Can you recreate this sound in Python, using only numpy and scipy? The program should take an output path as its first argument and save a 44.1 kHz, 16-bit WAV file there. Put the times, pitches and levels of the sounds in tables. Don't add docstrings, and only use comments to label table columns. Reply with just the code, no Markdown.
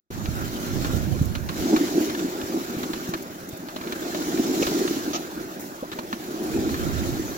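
import sys
import numpy as np
from scipy import signal
from scipy.fft import rfft, irfft
from scipy.io import wavfile
from scipy.ndimage import uniform_filter1d, map_coordinates

SR = 44100
rng = np.random.default_rng(int(sys.argv[2]) if len(sys.argv) > 2 else 0)


def to_wav(sig):
    pcm = np.clip(np.atleast_2d(sig), -1, 1) * 32767
    pcm = np.round(pcm).astype(np.int16)
    wavfile.write(sys.argv[1], SR, pcm.T)


N = 325017
TIME_S = np.arange(N) / SR
BIN_HZ = np.maximum(np.arange(N // 2 + 1) * SR / N, 1)
PORT_LAG_S, SHELL_LAG_S = 0.00038, 0.00028

# pitch in Hz, width per filter stage in Hz, relative level in dB,
# sensitivity to load from 0 to 1.
SHELL_MODES = [(180, 93, -8, 0.3), (246, 91, -3.5, 1), (314.4, 90, -0.5, 0.81), (365, 83, -4, 0.8),
               (446, 450, -16, 0.58), (682, 244, -13, 0.63)]
# time in seconds, gain in dB.
BOOM_CURVE = [(0.3, 3), (1.4, 4.5), (1.7, -1.5), (2.7, -1.5), (3.3, 3.5), (4.1, -2.5), (5.0, -1), (7.0, -1)]

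def shell_rumble(drag_db):
    shake_db = 1.2 * np.minimum(drag_db, 5.5)
    level_db = -33.5 + shake_db + rocking() + 1.78 * drift(7.1)
    load_db = level_db - np.mean(level_db)
    jolts = grains(per_s=2500, spread_db=0.5) * from_db(1.03 * drift(22))
    boom_db = over_time(BOOM_CURVE)
    modes = 0
    for hz, width_hz, mode_db, sensitivity in SHELL_MODES:
        push = np.roll(jolts, rng.integers(N), axis=1)
        gain = from_db(mode_db + (sensitivity + 0.5) * load_db + boom_db * (hz < 280))
        modes = modes + gain * unit_rms(resonate(push, hz, width_hz))
    rumble = at_ports(modes[0], SHELL_LAG_S) + from_db(-14.5) * modes[1:]
    running_rms = np.sqrt(uniform_filter1d(np.mean(rumble ** 2, axis=0), size=SR // 18) + 1e-12)
    return from_db(level_db) * rumble / running_rms


# first landing in seconds, swing in dB, period in seconds, decay in seconds.
HUMP_LANDINGS = [(1.736, 2, 0.27, 0.93), (4.385, 0.6, 0.413, 1.0), (6.55, 3.5, 0.57, 0.4)]

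def rocking():
    swing_db = np.zeros(N)
    bias = 0.94
    for start_s, depth_db, period_s, decay_s in HUMP_LANDINGS:
        age = TIME_S - start_s
        envelope = np.clip(1 + 2 * age / period_s, 0, 1) * np.exp(-np.maximum(age, 0) / decay_s)
        swing_db += depth_db * envelope * (bias + np.cos(2 * np.pi * age / period_s))
    return swing_db


# start in seconds, swing peak in dB, pitch in Hz, 60 dB decay time in seconds.
BUMPS = [(0.286, -16.5, 117, 0.023), (0.846, -21, 290, 0.025), (1.211, -12, 129, 0.033),
         (1.213, -20.5, 260, 0.036), (1.694, -38, 320, 0.035), (1.738, -10, 316, 0.082),
         (1.808, -14, 296, 0.079), (1.955, -17, 322, 0.033), (1.979, -10.5, 335, 0.048),
         (2.009, -15.5, 320, 0.029), (2.222, -21.5, 334, 0.036), (2.246, -15, 289, 0.036),
         (2.434, -32, 100, 0.031), (2.542, -18, 322, 0.096), (2.768, -23, 162, 0.018),
         (2.899, -22, 296, 0.028), (2.933, -29, 286, 0.025), (3.090, -20, 186, 0.021),
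         (3.148, -24, 320, 0.055), (3.531, -28.5, 124, 0.023), (3.762, -25, 300, 0.015),
         (4.342, -14.5, 316, 0.035), (4.399, -13.5, 290, 0.03), (4.512, -22.5, 330, 0.028),
         (4.598, -15, 299, 0.034), (4.616, -12.5, 313, 0.016), (4.626, -13.5, 476, 0.012),
         (4.670, -23, 574, 0.021), (4.813, -15, 382, 0.05), (4.849, -14, 350, 0.031),
         (4.909, -13, 323, 0.026), (5.076, -19.5, 305, 0.065), (5.825, -24.5, 270, 0.015),
         (5.917, -31.5, 347, 0.027), (5.988, -27, 229, 0.048), (5.992, -33, 440, 0.014),
         (6.132, -22.5, 236, 0.041), (6.535, -21, 333, 0.066), (6.560, -19, 250, 0.032),
         (6.665, -20.5, 314, 0.077), (7.195, -20, 323, 0.04)]

def knocks(rise_s=0.005, ring_db=11, falloff_db_per_oct=9):
    swings, blows = np.zeros(N), np.zeros((len(SHELL_MODES), N))
    mode_hz = np.transpose(SHELL_MODES)[0]
    for start_s, peak_db, hz, t60_s in BUMPS:
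        at = int(start_s * SR)
        age = TIME_S[:min(SR // 5, N - at)]
        envelope = (1 - np.exp(-age / rise_s)) * from_db(-60 * age / t60_s)
        swing = -np.sin(2 * np.pi * hz * age) * envelope
        swings[at:at + len(age)] += from_db(peak_db) * swing / np.abs(swing).max()
        octaves = np.abs(np.log2(mode_hz / hz))
        blows[:, at + int(rise_s * SR)] += from_db(peak_db + ring_db - falloff_db_per_oct * octaves)
    ring = sum(from_db(mode_db) * resonate(blow, hz, width_hz)
               for blow, (hz, width_hz, mode_db, _) in zip(blows, SHELL_MODES))
    return at_ports(swings + ring, SHELL_LAG_S)


# frequency in Hz, relative level in dB.
HISS_SPECTRUM = [(500, -18), (1500, -1), (2600, -1.5), (4200, 2), (4900, -2), (5800, 0.5), (7400, 1),
                 (7900, -8.5), (8500, -10), (10000, -7.5), (13000, -4.5), (15700, -3)]
CRUSH_SPECTRUM = [(300, -6.5), (560, 8.5), (720, 3.5), (1000, 1.5), (1400, 4), (1700, 1), (2000, -5),
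                  (2400, -7.5), (3200, -18), (6000, -12.5), (16000, -47)]
CRUNCH_SPECTRUM = [(2000, -10), (4000, -9), (5200, 3), (7200, 0), (8200, -20), (16000, -8.5)]

def runners(drag_db):
    hiss = snow_noise(HISS_SPECTRUM, per_s=30000, spread_db=1.5)
    hiss *= from_db(-40.5 + 1.09 * drag_db + 1.11 * drift(23))
    treble = irfft(rfft(hiss) * (BIN_HZ > 9100), N)
    hiss += treble * (from_db(0.7 - 0.31 * drag_db) - 1)
    crush = snow_noise(CRUSH_SPECTRUM, per_s=4000, spread_db=1)
    crush *= from_db(-41 + 0.55 * drag_db + 0.66 * drift(34))
    hiss = snow_patches(hiss, depth_db=3, patch_hz=248.7, patch_s=0.04)
    crush = snow_patches(crush, depth_db=4, patch_hz=177.4, patch_s=0.035)
    crunch = snow_noise(CRUNCH_SPECTRUM, per_s=1500, spread_db=-3)
    crunch *= from_db(-54 + 2.09 * drag_db + 0.77 * drift(25))
    return hiss + crush + crunch


def snow_patches(x, depth_db, patch_hz, patch_s):
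    hz, times_s, frames = signal.stft(x, SR, nperseg=512)
    patches = rng.standard_normal((400, 600))
    grid = np.meshgrid(hz / patch_hz, times_s / patch_s, indexing="ij")
    gain_db = depth_db * map_coordinates(patches, grid, order=1, mode="mirror")
    return signal.istft(frames * from_db(gain_db), SR, nperseg=512)[1][:, :N]


# start in seconds, crumble in dB, crack in dB,
# woody body in dB, body pitch in Hz, bright ping in dB, ping pitch in Hz.
CLOD_HITS = [(0.258, -39, -19, -34, 1300, -28.5, 2860), (0.846, -30.5, -25, -25, 1050, -34, 3950),
             (1.352, -30.5, -21, -31, 1340, -27, 2900), (1.489, -30, -25, -42, 1340, -30, 2850),
             (1.762, -28, -21, -19, 1280, -21, 2790), (2.096, -33, -29, -38, 1700, -41, 2400),
             (2.149, -39, -22, -21, 1020, -24.5, 2860), (2.193, -36, -27, -40, 1340, -32, 2850),
             (2.415, -40, -22, -36, 1700, -26, 2750), (2.831, -30.5, -30, -29, 1050, -40, 2400),
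             (2.934, -30, -17, -22, 1000, -35, 2850), (3.137, -29, -26, -15.5, 1030, -24, 2390),
             (3.686, -38, -30, -30, 900, -39, 2850), (3.762, -33.5, -32, -22.5, 930, -31, 2950),
             (3.812, -36.5, -33, -38, 1340, -36, 2300), (3.838, -45, -33, -28, 1300, -42, 2400),
             (3.872, -37, -30, -39, 1340, -32, 2800), (3.923, -30, -21, -20, 1330, -36, 2950),
             (4.147, -30.5, -19, -21, 900, -34, 2900), (4.219, -36, -26, -25, 1000, -37, 2850),
             (4.374, -37, -22, -36, 1700, -34, 2400), (4.668, -26.5, -20, -17, 1300, -26, 1750),
             (4.877, -29.5, -26, -39, 1340, -22, 2870), (5.917, -33.5, -23, -34, 1020, -29, 2950),
             (5.930, -41, -27, -32, 1700, -38, 2400), (5.988, -33.5, -31, -18.5, 870, -35, 2410),
             (6.128, -31.5, -23, -16.5, 1180, -27, 2890), (6.691, -36.5, -29, -29, 1400, -37, 2400),
             (6.742, -33, -31, -28, 1750, -28, 2420)]
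# frequency in Hz, relative level in dB.
CRUMBLE_SPECTRUM = [(200, 4), (700, -10), (1100, 8), (1900, -0.5), (3000, -3.5), (4300, 1), (5000, -14),
                    (6000, -8), (7400, -13), (8200, -23), (16000, -15)]

def clods(breakup_s=0.0049):
    start_s, crumble_db, crack_db, *_ = np.transpose(CLOD_HITS)
    breakups = zip(start_s, crumble_db, np.full(len(start_s), breakup_s))
    crumble = showers(breakups, CRUMBLE_SPECTRUM, per_s=6000, rise_s=0.00011, fall_s=0.0086)
    contacts = np.zeros(N)
    contacts[(start_s * SR).astype(int)] = from_db(crack_db)
    crack_band = signal.butter(4, [250, 5400], "band", fs=SR, output="sos")
    crack = signal.sosfilt(crack_band, contacts + 1e-18)
    impact = from_db(-2) * bow_ring() + from_db(13) * crack
    return from_db(1) * crumble + at_ports(impact, PORT_LAG_S)


# pitch in Hz, width in Hz, relative level in dB.
BOW_MODES = [(613, 49, -0.5), (920, 90, -2), (1123, 140, -2), (1270, 85, -7), (1750, 63, 1), (2360, 69, -1),
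             (2850, 124, -4), (3580, 150, 7), (4080, 160, -9)]

def bow_ring(rise_s=0.00041, spread_db=3.5):
    out, age = np.zeros(N), TIME_S[:SR // 20]
    hz, width_hz, mode_db = np.transpose(BOW_MODES)
    envelopes = np.exp(-np.pi * np.outer(width_hz, age)) * (1 - np.exp(-age / rise_s))
    for start_s, _, _, body_db, body_hz, ping_db, ping_hz in CLOD_HITS:
        near_body_db = body_db - 14.5 * np.abs(np.log2(hz / body_hz))
        near_ping_db = ping_db - 26 * np.abs(np.log2(hz / ping_hz))
        spot_db = np.maximum(near_body_db, near_ping_db) + spread_db * rng.standard_normal(len(hz))
        swings = np.sin(2 * np.pi * (np.outer(hz, age) + rng.random((len(hz), 1))))
        at = int(start_s * SR)
        out[at:at + len(age)] += from_db(spot_db + mode_db) @ (swings * envelopes)
    return out


# start in seconds, relative level in dB, hold in seconds.
CRUST_SCRAPES = [(4.626, -22.5, 0.008), (5.132, -24, 0.033)]
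FIRM_SNOW_RASPS = [(0.35, -38.5, 0.069), (0.6, -44, 0.099), (0.82, -40, 0.11), (2.62, -43, 0.027),
                   (3.38, -44, 0.0078), (5.36, -45, 0.023), (6.78, -42.5, 0.08), (6.96, -42, 0.05)]
# frequency in Hz, relative level in dB.
SCRAPE_SPECTRUM = [(300, -16), (700, 13.5), (1130, -6), (1270, 19), (1450, -8), (2900, 2), (5000, 0),
                   (6400, 7), (7300, -7), (8200, -28), (16000, -26)]
RASP_SPECTRUM = [(600, -7), (1150, -17), (1370, 1.5), (1540, -9), (1800, -14), (5000, -38)]

def scraping():
    scrapes = showers(CRUST_SCRAPES, SCRAPE_SPECTRUM, per_s=2400, rise_s=0.001, fall_s=0.01)
    rasps = showers(FIRM_SNOW_RASPS, RASP_SPECTRUM, per_s=1400, rise_s=0.0057, fall_s=0.059)
    return from_db(-4.5) * scrapes + from_db(3) * rasps


# start in seconds, relative level in dB, hold in seconds.
SPRAY_BURSTS = [(1.22, -42, 0.006), (1.252, -40, 0.006), (3.088, -41.5, 0.012), (3.223, -39, 0.0044),
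                (3.487, -35, 0.0041), (3.569, -39.5, 0.005), (4.007, -41, 0.005), (5.594, -41, 0.02),
                (5.615, -47, 0.077), (6.428, -40, 0.0092)]
# frequency in Hz, relative level in dB.
SPRAY_SPECTRUM = [(2000, -32), (6500, 5.5), (8500, -4), (11500, 2), (15500, 7)]

def ice_spray():
    return from_db(4) * showers(SPRAY_BURSTS, SPRAY_SPECTRUM, per_s=2700, rise_s=0.0015, fall_s=0.0066)


# start in seconds, level in dB, length in seconds, first and last pitch in Hz.
SQUEAK_GLIDES = [(2.084, -42, 0.041, 2134, 2070), (4.621, -29.5, 0.016, 3380, 1950),
                 (5.827, -29, 0.0158, 470, 720), (5.846, -44, 0.014, 880, 1180)]

def squeaks(waver=0.06, rough_db=6, octave_db=-18):
    out, wander, flutter = np.zeros(N), drift(290), drift(220)
    for start_s, level_db, length_s, first_hz, last_hz in SQUEAK_GLIDES:
        span = slice(int(start_s * SR), int((start_s + length_s) * SR))
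        progress = np.linspace(0, 1, span.stop - span.start)
        hz = first_hz * (last_hz / first_hz) ** progress * (1 + waver * wander[span])
        phase = 2 * np.pi * np.cumsum(hz) / SR
        swell = np.sqrt(np.abs(np.sin(np.pi * progress))) * from_db(level_db + rough_db * flutter[span])
        out[span] += swell * (np.sin(phase) + from_db(octave_db) * np.sin(2 * phase))
    return at_ports(out, PORT_LAG_S)


# crest in seconds, level in dB, rise in seconds, fall in seconds.
WIND_GUSTS = [(0.31, -32, 0.22, 0.27), (0.82, -29.5, 0.16, 0.23), (1.13, -27.5, 0.3, 0.38),
              (1.5, -37.5, 0.16, 0.16), (6.6, -37, 0.13, 0.34), (6.95, -30, 0.22, 0.29)]
# frequency in Hz, relative level in dB.
WIND_SPECTRUM = [(15, -10), (28, -10), (48, -4.5), (80, 1), (130, -1.5), (210, -4.5), (300, -20.5),
                 (600, -36), (3000, -55)]

def wind(drag_db):
    power = from_db(-52 + 0.74 * drag_db) ** 2
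    for crest_s, gust_db, rise_s, fall_s in WIND_GUSTS:
        from_crest = np.maximum((crest_s - TIME_S) / rise_s, (TIME_S - crest_s) / fall_s)
        power += (from_db(gust_db) * np.exp(-from_crest ** 2)) ** 2
    level_db = 10 * np.log10(power)
    lean_db = 6 * from_db(level_db - np.max(level_db)) ** 0.5
    eddies = rng.standard_normal((2, N)) * from_db(1.5 * np.array([drift(12), drift(6.9)]))
    eddies = irfft(rfft(eddies) * from_db(over_hz(WIND_SPECTRUM)), N)
    running_rms = np.sqrt(uniform_filter1d(eddies ** 2, size=SR // 4) + 1e-12)
    return lean_right(from_db(level_db) * eddies / running_rms, lean_db)


# frequency in Hz, share of power from 0 to 1.
DIRECT_SHARE = [(200, 0.85), (700, 0.65), (1300, 0.62), (2500, 0.33), (5000, 0.1), (15000, 0.03)]

def snow_noise(spectrum, per_s, spread_db):
    spectra = rfft(grains(per_s, spread_db)) * from_db(over_hz(spectrum))
    share = over_hz(DIRECT_SHARE)
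    direct = irfft(spectra[0] * np.sqrt(share), N)
    scattered = irfft(spectra[1:] * np.sqrt(1 - share), N)
    return unit_rms(at_ports(direct, PORT_LAG_S) + scattered)


def showers(rows, spectrum, per_s, rise_s, fall_s):
    envelope = np.zeros(N)
    for start_s, level_db, hold_s in rows:
        at = int(start_s * SR)
        age = TIME_S[:min(SR // 5, N - at)]
        fall = np.exp(-np.maximum(age - hold_s, 0) / fall_s)
        envelope[at:at + len(age)] += from_db(level_db) * (1 - np.exp(-age / rise_s)) * fall
    return envelope * snow_noise(spectrum, per_s, spread_db=-2)


def grains(per_s, spread_db):
    shape = (3, N)
    sizes = rng.standard_normal(shape) * from_db(spread_db * np.minimum(rng.exponential(1, shape), 4))
    return unit_rms(sizes * (rng.random(shape) < per_s / SR))


def resonate(x, hz, width_hz):
    r = np.exp(-np.pi * width_hz / SR)
    b = np.array([1, 0, -1]) * (1 - r * r) / 2
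    a = [1, -2 * r * np.cos(2 * np.pi * hz / SR), r * r]
    return signal.lfilter(b, a, signal.lfilter(b, a, x + 1e-18) + 1e-18)


def drift(corner_hz):
    hop, settle = 40, 2000
    r = np.exp(-2 * np.pi * corner_hz * hop / SR)
    noise = rng.standard_normal(N // hop + settle + 2)
    slow = signal.lfilter([1], [1, -2 * r, r * r], noise)[settle:]
    return np.interp(np.arange(N) / hop, np.arange(len(slow)), unit_rms(slow))


def at_ports(x, lag_s):
    return np.array([irfft(rfft(x) * np.exp(-2j * np.pi * BIN_HZ * lag_s), N), x])


def lean_right(x, db):
    return x * from_db(db * np.array([[-1], [1]]))


def over_time(points):
    return np.interp(TIME_S, *np.transpose(points))


def over_hz(points):
    hz, value = np.transpose(points)
    return np.interp(np.log(BIN_HZ), np.log(hz), value)


def from_db(db):
    return 10 ** (np.asarray(db) / 20)


def unit_rms(x):
    return x / np.sqrt(np.mean(x ** 2) + 1e-20)


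# time in seconds, relative drag in dB.
DRAG_CURVE = [(0.12, -49.5), (0.8, -42.5), (1.05, -47), (1.47, -51.5), (1.58, -42), (1.74, -40.5),
              (2.05, -42), (2.35, -45.5), (3.05, -45.5), (3.3, -51.5), (3.7, -52.5), (3.9, -47.5),
              (4.15, -43), (4.4, -40.5), (4.68, -38.5), (5.05, -43), (5.28, -48.5), (5.85, -53),
              (6.35, -48), (6.55, -44), (7.1, -44), (7.37, -46)]

def scene():
    drag_db = over_time(DRAG_CURVE)
    drag_db -= np.mean(drag_db)
    shell = shell_rumble(drag_db) + knocks()
    snow = runners(drag_db) + scraping() + ice_spray() + clods()
    return lean_right(shell + snow + squeaks(), db=0.38) + wind(drag_db)


def record(dry):
    open_s, cutoff_hz = 0.105, 15900
    gate = np.interp(TIME_S, [open_s - 0.002, open_s + 0.002], [0.002, 1])
    return irfft(rfft(dry * gate) / np.sqrt(1 + (BIN_HZ / cutoff_hz) ** 240), N)


dry = scene()
out = record(dry)
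to_wav(out)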